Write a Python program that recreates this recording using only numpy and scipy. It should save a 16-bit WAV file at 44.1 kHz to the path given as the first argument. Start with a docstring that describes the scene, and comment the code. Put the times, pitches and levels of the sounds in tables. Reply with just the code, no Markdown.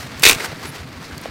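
"""An ear of corn is snapped off its stalk close to the microphone. At first leaves stir faintly, and far
off something throbs evenly, probably a slow pump engine, which runs on throughout. At 0.22 s the bent
ear gives way: fibre bundles break in a quick volley of juicy cracks, with a deep pop, overloading the
microphone. Leaves and husk then rustle, squeak and tick against the arm, with a few soft bumps.
Near the end, at 1.26 s, the ear knocks once."""
import sys
import numpy as np
from scipy import signal
from scipy.fft import rfft, irfft
from scipy.io import wavfile
from scipy.ndimage import uniform_filter1d

SR = 44100
rng = np.random.default_rng(int(sys.argv[2]) if len(sys.argv) > 2 else 0)


def log_audio(samples):
    """Write samples as a 16-bit WAV file to the path given in sys.argv[1]."""
    # one column per channel
    frames = np.atleast_2d(samples).T
    # limit to full scale, then quantise
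    limited = np.clip(frames, -1, 1)
    pcm = np.round(limited * 32767).astype(np.int16)
    wavfile.write(sys.argv[1], SR, pcm)


N = 57330


def amp(db):
    """Decibels to gain."""
    return 10 ** (np.asarray(db) / 20)


def unit_rms(x):
    """Scales to rms 1."""
    return x / np.sqrt(np.mean(x ** 2) + 1e-20)


def add(mix, start_s, sound):
    """Drops a sound into the mix, trimming any overhang."""
    start = round(start_s * SR)
    part = mix[max(start, 0):][:len(sound) + min(start, 0)]
    part += sound[max(-start, 0):][:len(part)]


def eq_grid():
    """The frequencies in Hz on which EQ curves are drawn."""
    return np.maximum(np.fft.rfftfreq(4096, 1 / SR), 1)


def eq_curve(points):
    """Joins (frequency [Hz], level [dB]) points into an EQ curve."""
    hz, db = np.transpose(points)
    return np.interp(np.log(eq_grid()), np.log(hz), db)


def colour(x, curve_db):
    """Minimum-phase EQ of unit energy: shapes the tone with no pre-ring."""
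    cepstrum = irfft(np.log(amp(curve_db) + 1e-5))
    half = len(cepstrum) // 2
    cepstrum[1:half] *= 2
    cepstrum[half + 1:] = 0
    taps = irfft(np.exp(rfft(cepstrum)))
    return signal.fftconvolve(x, taps / np.linalg.norm(taps))[:N]


def grains(per_s, spread_db):
    """A crackle of random clicks of uneven size, rms 1."""
    size = amp(spread_db * np.minimum(rng.exponential(1, N), 4))
    polarity = rng.choice([-1, 1], N)
    fires = rng.random(N) < per_s / SR
    return unit_rms(size * polarity * fires)


def add_blip(mix, centre_s, db, hz, length_s):
    """Drops in a few cycles of tone, faded in and out around a moment."""
    t = np.arange(-length_s / 2, length_s / 2, 1 / SR)
    fade = np.cos(np.pi * t / length_s) ** 2
    add(mix, centre_s - length_s / 2, amp(db) * fade * np.cos(2 * np.pi * hz * t))


# The volley, one hit per fibre bundle (time [s], relative level [dB], tear length [s], tilt [dB/octave])
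CRACK_HITS = [(0.2233, -11, .001, 5), (0.2277, -16, 0.00063, 3), (0.2321, 1.5, 0.00039, 0),
              (.2350, 3.5, 0.0026, .5), (.2378, 2.5, 0.0014, -0.5), (0.241, 0.5, 0.0029, 1),
              (0.2524, 7, 0.0027, -1), (.2564, 1, 0.0011, 1.5), (0.2588, -0.5, 0.0012, 1),
              (0.2628, 5, 0.006, -1.5), (0.273, 2, 0.0018, -2.5), (0.2765, 5, 0.00091, 2),
              (0.2796, -2.5, 0.00096, -0.5), (0.2827, -3, 0.0023, 2.5), (0.2877, 4, 0.0016, 5),
              (0.2901, 2, .001, 1), (0.2949, 5, 0.0038, 0), (0.3003, -2.5, 0.00095, 1),
              (0.3115, 1.5, 0.0005, 2), (0.3142, -4, 0.00073, 0.5), (0.3178, -12.5, 0.00058, -5.5),
              (0.321, -6, 0.00074, -1.5), (0.3286, -2, 0.00035, -1), (0.3316, -6.5, 0.00054, 2),
              (.3480, -18.5, .003, 0)]
# Juicy bite of breaking fibre (frequency [Hz], level [dB])
CRACK_EQ = [(40, -20), (150, -23.5), (400, -7.5), (800, -11.5), (1500, -6.5), (2000, -3), (2600, 2),
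            (3100, -3), (3700, 0), (5000, -6), (8000, -8.5), (11000, -16), (14000, -16.5), (16000, -17)]
# Ring of the ear and stalk (frequency [Hz], relative level [dB], 60 dB decay time [s])
STALK_MODES = [(385, -39, .15), (463, -35, .22), (570, -40, .16), (1052, -34, .15), (1945, -30, .07),
               (2235, -26, .07), (2385, -27, .06), (2569, -26, .06), (2736, -26, .06), (3660, -27, .045),
               (5515, -33, .05), (8160, -33, .05)]
def snap():
    """Each bundle breaks with a click and a run of tearing fibres; the ear and stalk ring."""
    cracks, t = np.zeros(N), np.arange(SR // 4) / SR
    trim_db, ring_gain = -4.5, 0.084
    for time_s, db, length_s, tilt in CRACK_HITS:
        gate = np.exp(-(t / length_s) ** 6)
        tear = grains(per_s=12000, spread_db=3)[:len(t)] * gate
        tear *= np.sqrt(length_s * SR) / (np.linalg.norm(tear) + 1e-9)  # longer tears carry more energy
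        tear[0] = 2.6  # the first fibre's click
        tone_db = eq_curve(CRACK_EQ) + tilt * np.log2(eq_grid() / 2500)
        add(cracks, time_s, amp(trim_db + db) * colour(tear, tone_db))
    ring = sum(amp(db - 60 * t / t60) * np.cos(2 * np.pi * hz * t) for hz, db, t60 in STALK_MODES)
    return cracks + ring_gain * signal.fftconvolve(cracks, ring)[:N]


# Swell of fine crackle between the cracks (time [s], level [dB])
TEARING_ENVELOPE = [(.218, -63), (0.223, -51), (0.233, -19), (.245, -13.5), (.28, -12.5), (.305, -33),
                    (.325, -41), (0.346, -49), (.36, -60)]
def tearing():
    """Fine fibres keep parting for as long as the ear bends."""
    times, db = np.transpose(TEARING_ENVELOPE)
    swell = amp(np.interp(np.arange(N) / SR, times, db, left=-100, right=-100))
    return colour(grains(per_s=3000, spread_db=4.5) * swell, eq_curve(CRACK_EQ))


# Fader moves for the sliding leaves (time [s], body level [dB], treble level [dB])
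RUSTLE_ENVELOPE = [(0, -35.5, -40.5), (.1, -37.5, -48), (.15, -35, -51), (.215, -38, -41),
                   (0.298, -20, -17), (0.368, -33.5, -40), (.41, -26.5, -34.5), (.435, -29, -33.5),
                   (0.449, -26, -27.5), (0.478, -35, -44.5), (.52, -33.5, -48), (.585, -38.5, -48.5),
                   (.65, -32.5, -40.5), (.72, -40.5, -48.5), (0.747, -33.5, -42), (.84, -41.5, -53),
                   (.94, -41, -53.5), (1.05, -38, -47.5), (1.09, -39, -50), (1.125, -38.5, -50),
                   (1.2, -40.5, -52), (1.24, -36.5, -46.5), (1.3, -37, -57)]
# Papery body of the rustle (frequency [Hz], level [dB])
BODY_EQ = [(100, -17.5), (250, -3), (450, 2), (750, 0.5), (1200, 1.5), (2200, 1), (3200, -5.5), (4600, -5),
           (6500, -16), (16000, -32)]
# Crisp top of the rustle (frequency [Hz], level [dB])
TREBLE_EQ = [(1000, -12), (3500, 1), (5500, 3), (8500, -1), (11000, -5.5), (14000, -4.5), (16000, -13)]
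SLIPS_PER_S, SLIP_SPREAD_DB = 9000, 1.5
def leaf_rustle():
    """Dense tiny slips of leaf on leaf, in two layers that flutter together."""
    times, body_db, treble_db = np.transpose(RUSTLE_ENVELOPE)
    out, t = np.zeros(N), np.arange(N) / SR
    depth_db, smoothing_s = 1.46, 0.0071
    flutter_db = depth_db * unit_rms(uniform_filter1d(rng.standard_normal(N), round(smoothing_s * SR)))
    for db, eq in [(body_db, BODY_EQ), (treble_db, TREBLE_EQ)]:
        fader = amp(np.interp(t, times, db) + flutter_db)
        out += colour(grains(SLIPS_PER_S, SLIP_SPREAD_DB) * fader, eq_curve(eq))
    return out


# Leaf ticks and swishes (time [s], level [dB], length [s], band centre [Hz], half-width [octaves])
SCUFF_HITS = [(0.1962, -25, 0.0013, 6900, 1.5), (0.406, -28, 0.0064, 2060, 0.29),
              (0.665, -43, 0.04, 10400, 0.2), (1.04, -43.5, 0.032, 4500, 0.42),
              (1.105, -44, 0.045, 1600, .25), (1.179, -33.5, 0.00276, 7950, 1.2),
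              (1.213, -42, 0.0059, 11000, 0.46), (1.236, -42, 0.0056, 5000, .6),
              (1.257, -29, 0.0017, 1300, 0.47)]
def leaf_scuffs():
    """Leaf edges catch in short runs of slips, each in its own band."""
    out = np.zeros(N)
    for time_s, db, length_s, hz, octaves in SCUFF_HITS:
        slips = unit_rms(grains(SLIPS_PER_S, SLIP_SPREAD_DB)[:round(length_s * SR)])
        band_db = -20 * np.log10(1 + (np.log2(eq_grid() / hz) / octaves) ** 2)
        add(out, time_s, amp(db) * colour(slips, band_db))
    return out


# Tiny squeaks (time [s], peak level [dB], pitch [Hz], length [s])
SQUEAK_HITS = [(0.406, -20, 2060, 0.0098), (0.4477, -19.5, 1540, 0.0089), (1.1808, -29.5, 4540, 0.0046)]
def husk_squeaks():
    """The husk squeaks briefly as it rubs."""
    out = np.zeros(N)
    for squeak in SQUEAK_HITS:
        add_blip(out, *squeak)
    return out


# The stalk's pop, then the knocks (time [s], peak level [dB], pitch [Hz], length [s])
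POP_AND_KNOCK_HITS = [(0.266, -17, 237, 0.011), (0.363, -21, 224, 0.0054), (.409, -23.5, 400, 0.011),
                      (.530, -26.5, 553, 0.0057), (0.655, -29, 386, 0.014), (1.2591, -18, 598, 0.0058)]
def pop_and_knocks():
    """A deep pop as the stalk gives way, then soft, dull knocks with no ring."""
    out = np.zeros(N)
    for hit in POP_AND_KNOCK_HITS:
        add_blip(out, *hit)
    return out


def plant_echoes(direct):
    """The surrounding plants scatter back sparse, quickly dying echoes."""
    t = np.arange(SR // 2) / SR
    send_db, t60, predelay_s = -19, 0.19, 0.005
    tail = amp(-60 * t / t60) * (t > predelay_s)
    taps = grains(per_s=3000, spread_db=0.67)[:len(t)] * tail
    return amp(send_db) * signal.fftconvolve(direct, taps / np.linalg.norm(taps))[:N]


# The engine's double beat (time in cycle [s], peak level [dB], pitch [Hz], length [s])
ENGINE_BEATS = [(.009, -31, 83, 0.04), (0.049, -29.5, 141, 0.029)]
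CYCLE_S = 0.161
def distant_engine():
    """A far engine throbs evenly, two low thumps to a cycle."""
    out = np.zeros(N)
    for cycle_start in np.arange(0, N / SR, CYCLE_S):
        for offset_s, db, hz, length_s in ENGINE_BEATS:
            add_blip(out, cycle_start + offset_s, db, hz, length_s)
    return out


# Dark outdoor bed (frequency [Hz], level [dB])
RUMBLE_EQ = [(20, -14), (40, -21), (65, -4), (120, 1), (200, -4.5), (270, 0), (350, -9.5), (700, -16.5),
             (2000, -30), (16000, -61)]
RUMBLE_DB = -39
def outdoor_rumble():
    """Steady low noise of the open air."""
    return amp(RUMBLE_DB) * unit_rms(colour(rng.standard_normal(N), eq_curve(RUMBLE_EQ)))


def scene():
    """The mono mix: only the snap and tearing feed the echoes."""
    breaking = snap() + tearing()
    echoes = plant_echoes(breaking)
    foliage = leaf_rustle() + leaf_scuffs() + husk_squeaks()
    background = distant_engine() + outdoor_rumble()
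    return (breaking + echoes + foliage + pop_and_knocks() + background)[None]


CLIP_LEVEL, HIGH_CUT_HZ = 0.82, 15950
def record(dry):
    """The snap clips the input; a steep high cut takes off the very top."""
    clipped = np.clip(dry, -CLIP_LEVEL, CLIP_LEVEL)
    high_cut = signal.firwin(401, HIGH_CUT_HZ, window=("kaiser", 8), fs=SR)
    return signal.oaconvolve(clipped, high_cut[None], "same")


dry = scene()
out = record(dry)
log_audio(out)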